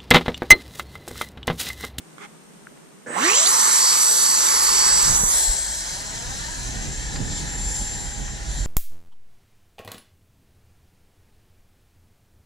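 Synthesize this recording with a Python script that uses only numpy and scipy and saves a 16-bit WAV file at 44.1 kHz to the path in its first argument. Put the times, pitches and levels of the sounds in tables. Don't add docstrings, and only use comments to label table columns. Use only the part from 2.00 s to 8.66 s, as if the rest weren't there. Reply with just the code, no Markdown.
import sys
import numpy as np
from scipy import signal
from scipy.fft import rfft, irfft
from scipy.io import wavfile
from scipy.ndimage import map_coordinates

SR = 44100
rng = np.random.default_rng(int(sys.argv[2]) if len(sys.argv) > 2 else 0)


def output_pcm(signal):
    pcm = np.clip(np.atleast_2d(signal).T, -1, 1) * 32767
    wavfile.write(sys.argv[1], SR, np.round(pcm).astype(np.int16))


N = 293706
T = np.arange(N) / SR
HZ = np.fft.rfftfreq(N, 1 / SR)
START_S, FULL_S, LAUNCH_S = 1.062, 1.487, 2.9


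def amp(db):
    return 10 ** (np.asarray(db) / 20)


def unit(x):
    return x / np.sqrt(np.mean(x ** 2) + 1e-20)


def pan(db):
    db = db + np.zeros(N)
    return amp([db / 2, -db / 2])


def bell(x, centre, half_width):
    return np.exp(-.5 * ((x - centre) / half_width) ** 2)


def curves(rows):
    time_s, *columns = np.transpose(rows)
    return [np.interp(T, time_s, c) for c in columns]


def swells(rows):
    return sum(np.outer(db, bell(T, time_s, half_s)) for time_s, half_s, *db in rows)


def spectra(rows):
    hz, *columns = np.transpose(rows)
    return [np.interp(np.log(HZ + 1), np.log(hz + 1), c) for c in columns]


def colour(x, rows):
    return unit(irfft(rfft(x) * amp(spectra(rows)[0]), N))


def wander(hz):
    return unit(irfft(rfft(rng.standard_normal(N)) / (1 + (HZ / hz) ** 4), N))


def noise_pair(likeness):
    a, b = rng.standard_normal((2, N))
    return np.array([a, likeness * a + np.sqrt(1 - likeness ** 2) * b])


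def tone(hz, lead_rad=0, pan_db=0):
    phase = 2 * np.pi * np.cumsum(hz) / SR
    return np.sqrt(2) * np.array([np.sin(phase + lead_rad), np.sin(phase)]) * pan(pan_db)


def noise_band(hz, width_hz, lead_rad, pan_db):
    carrier = np.exp(2j * np.pi * np.cumsum(hz + np.zeros(N)) / SR)
    band = (wander(width_hz) + 1j * wander(width_hz)) * carrier
    return np.array([(band * np.exp(1j * lead_rad)).real, band.real]) * pan(pan_db)


def comb(x, echo, delay_s, gain):
    late = np.array([map_coordinates(c, [(T - delay_s) * SR], order=3) for c in echo])
    return (x + gain * late) / np.sqrt(1 + gain ** 2)


def crossing(hz, peaks):
    return sum(amp(db) * bell(hz, centre, width) for centre, width, db in peaks)


def running(attack_s=0.0045):
    return np.clip((T - START_S) / attack_s, 0, 1)


def running_until(end_s, release_s):
    return running() * np.clip((end_s - T) / release_s, 0, 1)


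def background(hush_db=-48, whistle_hz=8620, pulse_hz=60):
    # (frequency [Hz], level [dB])
    field = [(12, -47), (20, -28), (53, -19), (102, -33), (135, -10), (159, -1.5), (277, -8), (432, -11),
             (539, -14.5), (1170, -18), (4930, -29), (5820, -26), (7680, -26), (8340, -25), (14900, -40)]
    hush = amp(hush_db + .5 * wander(3)) * colour(noise_pair(0.017), field)
    pulsing = 1 + 1.5 * np.sin(2 * np.pi * pulse_hz * T)
    return hush + amp(-66) * pulsing * tone(whistle_hz + 70 * wander(225), 1.0)


def wind():
    # (frequency [Hz], level [dB])
    rumble_shape = [(10, -15.5), (25, -3), (40, 6), (55, 3.5), (80, -7.5), (130, -13.5), (300, -72)]
    flutter_shape = [(40, -25), (80, -4), (130, 3), (200, -4.5), (300, -9), (450, -18.5), (800, -22.5),
                     (2000, -54), (6000, -70)]
    # (time [s], rumble [dB], flutter [dB])
    breeze = [(2.0, -76, -68), (2.4, -51, -66), (3.0, -39, -36.5), (3.8, -41.5, -47), (4.6, -35.5, -42),
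              (5.4, -33, -34.5), (6.66, -33.5, -45)]
    # (time [s], half length [s], rumble [dB], flutter [dB])
    gusts = [(3.115, 0.031, 12, 10.5), (3.21, 0.045, 5.5, 4), (3.55, 0.14, 2.5, -26), (4.3, 0.08, 4, 2.5),
             (4.53, 0.033, 2.5, -1), (4.79, 0.1, 2, 6), (5.21, 0.047, 6, 8.5), (5.67, 0.013, 8.5, -3),
             (6.22, 0.06, 3.5, 5.5), (6.6, 0.11, 9.5, 5)]
    # (time [s], level [dB], frequency [Hz], half length [s])
    puffs = [(3.114, -16.5, 36.7, 0.0097), (3.125, -37, 128, 0.009), (3.237, -21, 150, 0.0028),
             (3.257, -22.5, 34, 0.018), (3.5, -15.5, 33.6, 0.012), (5.213, -32.5, 113, 0.016)]
    rumble_db, flutter_db = curves(breeze) + swells(gusts)
    rumble = colour(noise_pair(0.84), rumble_shape) * amp(rumble_db - 1)
    flutter = colour(noise_pair(0.31), flutter_shape) * amp(flutter_db + 2 * wander(13))
    exposure = np.interp(T, [2, 3, 4], [.2, .7, 1])
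    out = rumble + exposure * flutter
    for time_s, db, hz, half_s in puffs:
        out -= amp(db) * bell(T, time_s, half_s) * np.sin(2 * np.pi * hz * (T - time_s))
    return out * np.interp(T, [1.9, 2.1], [0, 1]) * pan(-2)


def handling():
    # (time [s], peak [dB], frequency [Hz], width [Hz], decay [s])
    knocks = [(0.6698, -28.5, 1440, 300, 0.0008), (.774, -43, 1500, 2000, 0.0047),
              (3.231, -23.5, 516, 590, 0.0048), (5.157, -26, 1570, 1700, 0.016),
              (5.161, -21.5, 4500, 1477, 0.0032), (6.279, -29, 1520, 1200, 0.0067)]
    out = np.zeros((2, N))
    for time_s, db, hz, width_hz, decay_s in knocks:
        burst = noise_pair(0.88) * np.exp(-abs(T - time_s) / decay_s) * (T >= time_s)
        body = signal.iirpeak(hz, hz / width_hz, fs=SR)
        ring = signal.lfilter(*body, signal.lfilter(*body, burst + 1e-15))
        out += amp(db) * ring / abs(ring).max()
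    return out


def servo(start_s=.181, length_s=0.091, attack_s=0.044, release_s=0.02, teeth_hz=330):
    # (frequency [Hz], level [dB])
    gears = [(180, -36), (300, -8), (415, 4), (492, -34), (690, -28), (818, 4), (898, -11), (1200, 2),
             (1850, -8), (2100, 0), (2800, -15), (3350, -7), (3800, -20), (8410, -18), (12000, -37),
             (15600, -65), (22000, -120)]
    age_s = np.clip(T - start_s, 0, length_s)
    run = np.minimum(age_s / attack_s, 1) * np.minimum((length_s - age_s) / release_s, 1)
    jerk = 1.6 * np.exp(-age_s / .003) * (T > start_s)
    tooth_phase = np.cumsum(teeth_hz * (1 + .1 * wander(40))) / SR % 1
    scrape = noise_pair(0.1) * (0.51 + np.exp(-tooth_phase / 0.22))
    return colour(scrape, gears) * amp(-39) * (run + jerk) * pan(-4)


def stutter(rate_hz=120, fade_s=0.08, uneven_db=4.5):
    # (frequency [Hz], level [dB], decay [s])
    modes = [(247, -10, 0.01), (514, 0, 0.014), (593, -11, 0.0094), (820, -14, .008), (1590, 0, .0025),
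             (1850, -18, 0.0026)]
    age_s = np.maximum(T - START_S, 0)
    jolts = np.diff(np.ceil(age_s * rate_hz), prepend=0)
    jolts *= np.exp(-age_s / fade_s) * amp(uneven_db * wander(100))
    t = T[:SR // 10]
    ring = sum(amp(db) * np.exp(-t / decay_s) * np.sin(2 * np.pi * hz * t) for hz, db, decay_s in modes)
    ring = signal.sosfilt(signal.butter(4, [200, 2300], "band", fs=SR, output="sos"), ring)
    return amp(-32) * signal.oaconvolve(jolts, ring)[:N] * pan(-2)


def rattle(shaft_hz, smooth_hz=215):
    # (frequency [Hz], level [dB])
    case = [(60, -45), (110, -2), (300, 11), (520, 10.5), (800, 1), (1200, -9), (1800, 14),
            (2400, -39), (7000, -7), (12000, -45)]
    knock_phase = np.cumsum(3 * shaft_hz) / SR % 1
    knocks = noise_pair(0.69) * (0.87 + np.exp(-knock_phase / 0.41))
    gain = amp(-36) * running_until(FULL_S, 0.23) / (1 + (shaft_hz / smooth_hz) ** 4)
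    return gain * colour(knocks, case) * pan(-3)


def growl(shaft_hz):
    # (frequency [Hz], half width [Hz], level [dB])
    peaks = [(1085, 160, -22.5), (2100, 510, -20), (3170, 490, -31), (4550, 350, -22.5)]
    commutation_hz = 6 * shaft_hz
    lower = 0.56 * noise_band(commutation_hz - shaft_hz, 210, -0.7, -12)
    upper = 0.23 * noise_band(commutation_hz + shaft_hz, 240, -1.8, -5)
    smear = 0.89 * noise_band(commutation_hz - shaft_hz / 2, 580, -1.1, -11)
    smear *= np.interp(shaft_hz, [300, 550], [.3, 1])
    beat = 1 + 0.33 * np.sin(2 * np.pi * np.cumsum(shaft_hz) / SR)
    flicker = amp(3 * wander(130))
    centre = noise_band(commutation_hz, 175, -1.7, -10)
    out = unit((centre + lower + upper + smear) * beat * flicker)
    out *= crossing(commutation_hz, peaks) * running_until(FULL_S, 0.012)
    repeat = np.interp(shaft_hz, [350, 600], [0.49, 0.12])
    return comb(out, out, 1 / shaft_hz, repeat)


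def rasp(shaft_hz, width_hz=850):
    # (frequency [Hz], half width [Hz], level [dB])
    peaks = [(4100, 750, -28), (7200, 700, -22), (9900, 1900, -23.5)]
    hz = 12.5 * shaft_hz
    return crossing(hz, peaks) * running_until(1.53, 0.022) * noise_band(hz, width_hz, -1.8, -1.8)


def hum(shaft_hz, view):
    # (time [s], level [dB])
    levels = [(1.4, -36.5), (1.48, -36), (1.55, -30.5), (2.0, -37.5), (2.55, -34), (3.12, -35), (3.26, -48),
              (3.4, -50), (4.5, -77), (5.15, -53.5), (5.8, -49), (6.66, -55)]
    # (frequency [Hz], half width [Hz], level [dB])
    peaks = [(324, 51, -28)]
    gain = amp(curves(levels)[0]) + crossing(shaft_hz, peaks)
    beside = np.interp(shaft_hz, [500, 850], [0, 1]) * np.interp(view, [0, 1], [1, .15])
    jitter_hz = np.interp(shaft_hz, [330, 520, 850], [9, 42, 0])
    hz = shaft_hz * (1 + 0.0013 * wander(25)) + jitter_hz * wander(111)
    orders = tone(hz, -2.2 * beside, 2 - 4 * beside) + amp(-11) * tone(2 * hz, 1.0)
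    bass_rolloff = 1 / (1 + (175 / shaft_hz) ** 8)
    return orders * gain * bass_rolloff * (1 + 0.024 * wander(35))


def controller(switching_hz=8050):
    gain = amp(-37 + 1.5 * wander(32.5)) * running(attack_s=0.072) * running_until(FULL_S, .2)
    return gain * tone(switching_hz + 5 * wander(41), -2.3, -12.5)


def duct():
    # (frequency [Hz], width [Hz], level [dB], left lead [rad], L-R [dB])
    modes = [(4565, 255, -33, -0.92, -0.5), (5350, 280, -35, -1.6, -2), (6070, 160, -33.5, -1.4, -4)]
    # (time [s], half length [s], low [dB], middle [dB], high [dB])
    surges = [(1.88, 0.064, 7.8, 11, 5), (2.25, 0.12, 5.4, 1, 6), (2.82, 0.24, 8.2, 8.5, 2.5)]
    gate = running_until(3.2, .11) - running_until(FULL_S, 0.072)
    return gate * sum(amp(db + surge_db) * noise_band(hz, width_hz, lead_rad, pan_db)
                      for (hz, width_hz, db, lead_rad, pan_db), surge_db in zip(modes, swells(surges)))


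def air_bands(shape, ports, hiss_hz=3200, sizzle_hz=8200):
    lead_rad, likeness = spectra(ports)
    level_db, pan_db = spectra(shape)
    coherence = np.clip(likeness * 1.346, 0, .98)
    a, b = rfft(rng.standard_normal((2, N)))
    left = a * np.exp(1j * lead_rad) * amp(level_db + pan_db / 2)
    right = (coherence * a + np.sqrt(1 - coherence ** 2) * b) * amp(level_db - pan_db / 2)
    spectrum = np.array([left, right]) / (1 + (110 / (HZ + 1)) ** 8)
    low = 1 / (1 + (HZ / hiss_hz) ** 8)
    below_top = 1 / (1 + (HZ / sizzle_hz) ** 40)
    bands = irfft(np.array([spectrum * mask for mask in (low, below_top - low, 1 - below_top)]), N)
    return bands / bands.mean(1, keepdims=True).std(2, keepdims=True)


def rush(shaft_hz, view, distance_m):
    # (frequency [Hz], level [dB], L-R [dB])
    beside = [(80, -64, 8), (150, -25.5, -3), (434, -16, 10), (673, -18, 6), (823, -8.5, -0.5),
              (1053, -3, -9), (1290, -9, -14), (2110, -12, -4), (2900, -21.5, -19.5), (3170, -15, -10),
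              (3400, -20.5, -11.5), (3800, -14, -8.5), (4630, -12, -5), (5500, -9.5, -5), (5760, -4.5, -4),
              (6150, -8, -5), (7060, -2, 0.5), (7670, 0, -4), (7900, -4.5, 4), (8300, -3.5, -2),
              (9440, -9.5, -4.5), (10820, -3.5, 3), (11940, -17.5, -6), (13000, -14, 0), (13330, -22.5, 0),
              (14500, -47, 0)]
    passing = [(100, -24, -9), (450, -19, 16), (1010, 3, -5), (1500, -14.5, -9), (2460, -14, -4),
               (2840, -34, -9), (3160, -15, 0.0), (3500, -16.5, -16), (3900, -13.5, -5), (4300, -23, 1),
               (4700, -12, -2), (5000, -16, -6), (5560, -4, -3), (7440, 1.5, -6), (8300, -2, -4.5),
               (9000, -3, 5), (10800, -12, -3), (13200, -19, -2), (14500, -46.5, -1.0)]
    behind = [(100, -27, -4), (400, -12.5, 0), (954, -4, 7), (1220, -10.5, -12), (1760, 0, -1.5),
              (2250, -11.5, 2), (2800, -10, 3), (3210, -9, -18), (3660, -9, -5), (4050, 0, -5),
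              (4460, 0, 1), (4950, 0.5, -2), (5800, 1.5, -3), (6470, 1.5, 1), (7690, 4, 13), (8220, -5, -4),
              (10130, -4.5, -3), (11200, -17.5, -3), (13600, -19.5, 0), (14500, -40, .5)]
    away = [(100, -13, -13), (554, -5, -5), (970, -2.5, 5), (1090, -12, -8), (1390, -4.5, -2.5),
            (1820, 1, 1), (2050, -3, 2.5), (2400, -4.5, 1), (2930, -8.5, 2), (3020, -7.5, -10.5),
            (3470, -7, -8), (4000, -3.5, 12), (4400, -6.5, -11), (5260, -6.5, -2), (6070, 0.5, 3.5),
            (6560, -1, 9), (7400, 0.5, 5), (8700, -5.5, -6.5), (9550, -10.5, -15), (10640, -19, -13),
            (11200, -38, 2), (14500, -25, -2)]
    # (frequency [Hz], left lead [rad], likeness [0-1])
    beside_ports = [(400, .1, .85), (600, -.2, .7), (720, -2.2, .7), (1000, -2.7, .9), (1400, -3.3, .75),
                    (2000, -6.2, .75), (2500, -9.3, .55), (4000, -12.6, .65), (5000, -14.5, .75),
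                    (5800, -13.9, .75), (8300, -14.5, .75), (9200, -15.6, .55), (11000, -16.2, .5),
                    (12200, -19, .1)]
    passing_ports = [(400, -.2, .6), (720, -2.2, .7), (1400, -3.3, .75), (2400, -8.8, .5),
                     (3900, -11.2, .6), (4900, -15.7, .7), (6300, -14.7, .7), (10200, -16.3, .55),
                     (12600, -21, .2)]
    behind_ports = [(400, 0, .7), (700, -.5, .75), (1000, -1.4, .68), (1500, -4.5, .62), (2100, -5.1, .7),
                    (2450, -8.6, .42), (2900, -7.9, .3), (3400, -6.5, .45), (4200, -6.5, .72),
                    (5000, -7.5, .62), (5800, -6.6, .62), (6800, -7, .35), (7600, -9, .5),
                    (8600, -10.2, .45), (9800, -9.8, .6), (11000, -12, .4)]
    away_ports = [(400, -.2, .3), (930, -.3, .45), (1100, -2.7, .45), (1600, -4.9, .8), (1950, -4.9, .72),
                  (2300, -3.1, .5), (2700, -1.9, .45), (3200, 0, .7), (5100, 0, .88), (5600, .6, .75),
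                  (7400, .4, .8), (7800, 2.6, .7), (8700, 4, .7), (9700, 4.2, .65), (11000, 2, .35)]
    # (level [dB], shaft onset [Hz], steepness [-], near range [m], fall [dB/decade])
    band_laws = [(-31, 154, 2.4, 0.28, 5.5), (-22, 280, 3.9, 1.86, 12), (-30, 420, 2.54, 2.2, 16)]
    # (time [s], half length [s], roar [dB], hiss [dB], sizzle [dB])
    swings = [(1.4, 0.054, 0, 1.5, -4), (1.607, .12, 1, 0.5, 0.5), (1.927, 0.044, 2, 0, -2),
              (2.143, 0.17, -4, -1, 2), (2.418, 0.032, -0.5, -0.5, -0.5), (2.617, 0.11, 1, -1, 2),
              (2.908, 0.11, 1, -1.5, -4.5), (3.22, 0.061, -3, -4, 0.5), (3.27, 0.02, 1, -2.5, -0.5),
              (3.395, 0.09, 1.5, 1, 8), (3.718, 0.17, -2, -2, -1.5), (4.163, 0.11, 0, -1.5, -4),
              (5.372, 0.057, 2, 5, 3.5), (5.534, 0.072, 2.5, 0.5, 4.5), (5.75, 0.093, 2, 6, 12),
              (6.017, 0.12, 1, 2, 7.5), (6.389, 0.038, 0, -0.5, 0), (6.585, 0.074, 0, 3.5, 9.5)]
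    views = [(beside, beside_ports), (passing, passing_ports), (behind, behind_ports), (away, away_ports)]
    bands = sum(np.sqrt(np.maximum(1 - abs(view - k), 0)) * air_bands(shape, ports)
                for k, (shape, ports) in enumerate(views))
    for band, swing_db, (db, onset_hz, steep, near_m, fall_db) in zip(bands, swells(swings), band_laws):
        loss_db = fall_db * np.log10(1 + distance_m / near_m)
        band *= amp(db + swing_db - loss_db) / (1 + (onset_hz / shaft_hz) ** steep)
    roar, hiss, sizzle = bands
    slow = running_until(FULL_S, 0.21)
    air = running() * (roar * amp(5 * slow) + (hiss + sizzle) * amp(0.7 * wander(25)))
    return comb(air, air, 1 / shaft_hz, 0.13 * slow)


def turbulence(x, depth_db=1.36, patch_s=0.1, patch_hz=420):
    f, t, frames = signal.stft(x, SR, nperseg=512)
    rate_hz = np.fft.fftfreq(len(t), t[1])
    ripple_s = np.fft.fftfreq(len(f), f[1])[:, None]
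    smooth = bell(rate_hz, 0, .5 / patch_s) * bell(ripple_s, 0, .5 / patch_hz)
    noise = rng.standard_normal((len(t), len(f))).T
    patches = unit(np.fft.ifft2(np.fft.fft2(noise) * smooth).real)
    return signal.istft(frames * unit(amp(depth_db * patches)), SR, nperseg=512)[1][:, :N]


def reflections(air, grass_hz=3000):
    # (time [s], delay [ms], gain [-])
    thrower = [(1.5, 1, .06), (1.92, 0.86, 0.099), (2.1, 0.82, 0.073), (2.4, 0.73, 0.095), (2.6, 0.96, .08),
               (3.1, 0.75, .12), (3.22, 0.71, 0.3), (3.36, 0.55, 0.17), (3.8, 0.51, 0.065)]
    ground = [(3.0, 9.5, 0.082), (3.5, 7.7, 0.38), (4.0, 5.06, 0.66), (4.5, 3.1, 0.6), (5.0, 2.2, 0.35),
              (6.0, 2.35, 0.25), (6.66, 3.1, 0.21)]
    delay_ms, gain = curves(thrower)
    air = comb(air, air, delay_ms / 1000, gain)
    pole = np.exp(-2 * np.pi * grass_hz / SR)
    dulled = signal.lfilter([1 - pole], [1, -pole], air)
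    delay_ms, gain = curves(ground)
    return comb(air, dulled, delay_ms / 1000, gain)


def blade_whistle(shaft_hz, view, distance_m, blades=9, near_m=1.3):
    # (time [s], half length [s], level [dB])
    lobes = [(1.93, 0.015, 1), (2.06, 0.042, 4), (2.52, 0.093, -5), (2.93, 0.1, 5), (3.17, 0.036, 2.5),
             (3.32, 0.017, -12), (3.5, 0.05, 0), (3.75, 0.056, 7), (3.98, 0.24, -16), (4.48, 0.17, -19),
             (5.21, 0.023, -8), (5.35, 0.036, 5), (5.45, .015, -14), (5.78, 0.25, 9.5), (6.42, 0.043, -10),
             (6.58, .05, 6)]
    lead_rad = np.interp(view, [0, 1, 2, 3], [-2, -1, -2.5, 2])
    pan_db = np.interp(view, [0, 1, 1.93, 2.1, 3], [-1.5, -5, 10.5, -1, 4.5])
    onset = np.interp(shaft_hz, [482, 534, 700, 800], [0.014, .45, 0.55, 1])
    loss_db = 8 * np.log10(1 + distance_m / near_m)
    gain = onset * amp(-29 + swells(lobes)[0] - loss_db + 1.5 * wander(55))
    gain /= np.cos(lead_rad / 2)
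    waver_hz = 7 * wander(35) * np.interp(view, [2, 3], [1, .6])
    return gain * tone(blades * shaft_hz + waver_hz, lead_rad, pan_db)


def jet(sound_m_per_s=343):
    # (time [s], rate [Hz])
    shaft = [(1.06, 45), (1.12, 85), (1.21, 232), (1.3, 405), (1.35, 510), (1.45, 675), (1.49, 835),
             (1.52, 896), (2.35, 883)]
    # (time [s], speed away [m/s])
    flight = [(2.45, 0), (2.68, -.8), (2.88, 2.6), (3.03, .3), (3.16, 1), (3.3, 8.6), (3.6, 14.2),
              (4.05, 15.7), (4.5, 18.6), (4.95, 25.6), (5.25, 27.1), (6.66, 28.7)]
    # (time [s], view [0 beside, 1 passing, 2 behind, 3 away])
    aspect = [(3.06, 0.01), (3.19, 0.68), (3.26, 1.06), (3.36, 1.75), (3.5, 1.96), (4.2, 2.25), (5.0, 2.72)]
    speed_m_per_s, = curves(flight)
    view, = curves(aspect)
    distance_m = np.cumsum(speed_m_per_s * (T > LAUNCH_S)) / SR
    shaft_hz = curves(shaft)[0] / (1 + speed_m_per_s / sound_m_per_s)
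    air = reflections(turbulence(rush(shaft_hz, view, distance_m)) + duct())
    motor = stutter() + rattle(shaft_hz) + growl(shaft_hz) + rasp(shaft_hz) + hum(shaft_hz, view)
    return air + motor + controller() + blade_whistle(shaft_hz, view, distance_m)


def scene():
    return background() + servo() + handling() + jet() + wind()


def record(dry, ceiling=.8, cutoff_hz=15050):
    rounded = dry / (1 + (dry / ceiling) ** 6) ** (1 / 6)
    lowpass = signal.firwin(511, cutoff_hz, window=("kaiser", 9), fs=SR)
    return signal.oaconvolve(rounded, lowpass[None], "same")


dry = scene()
out = record(dry)
output_pcm(out)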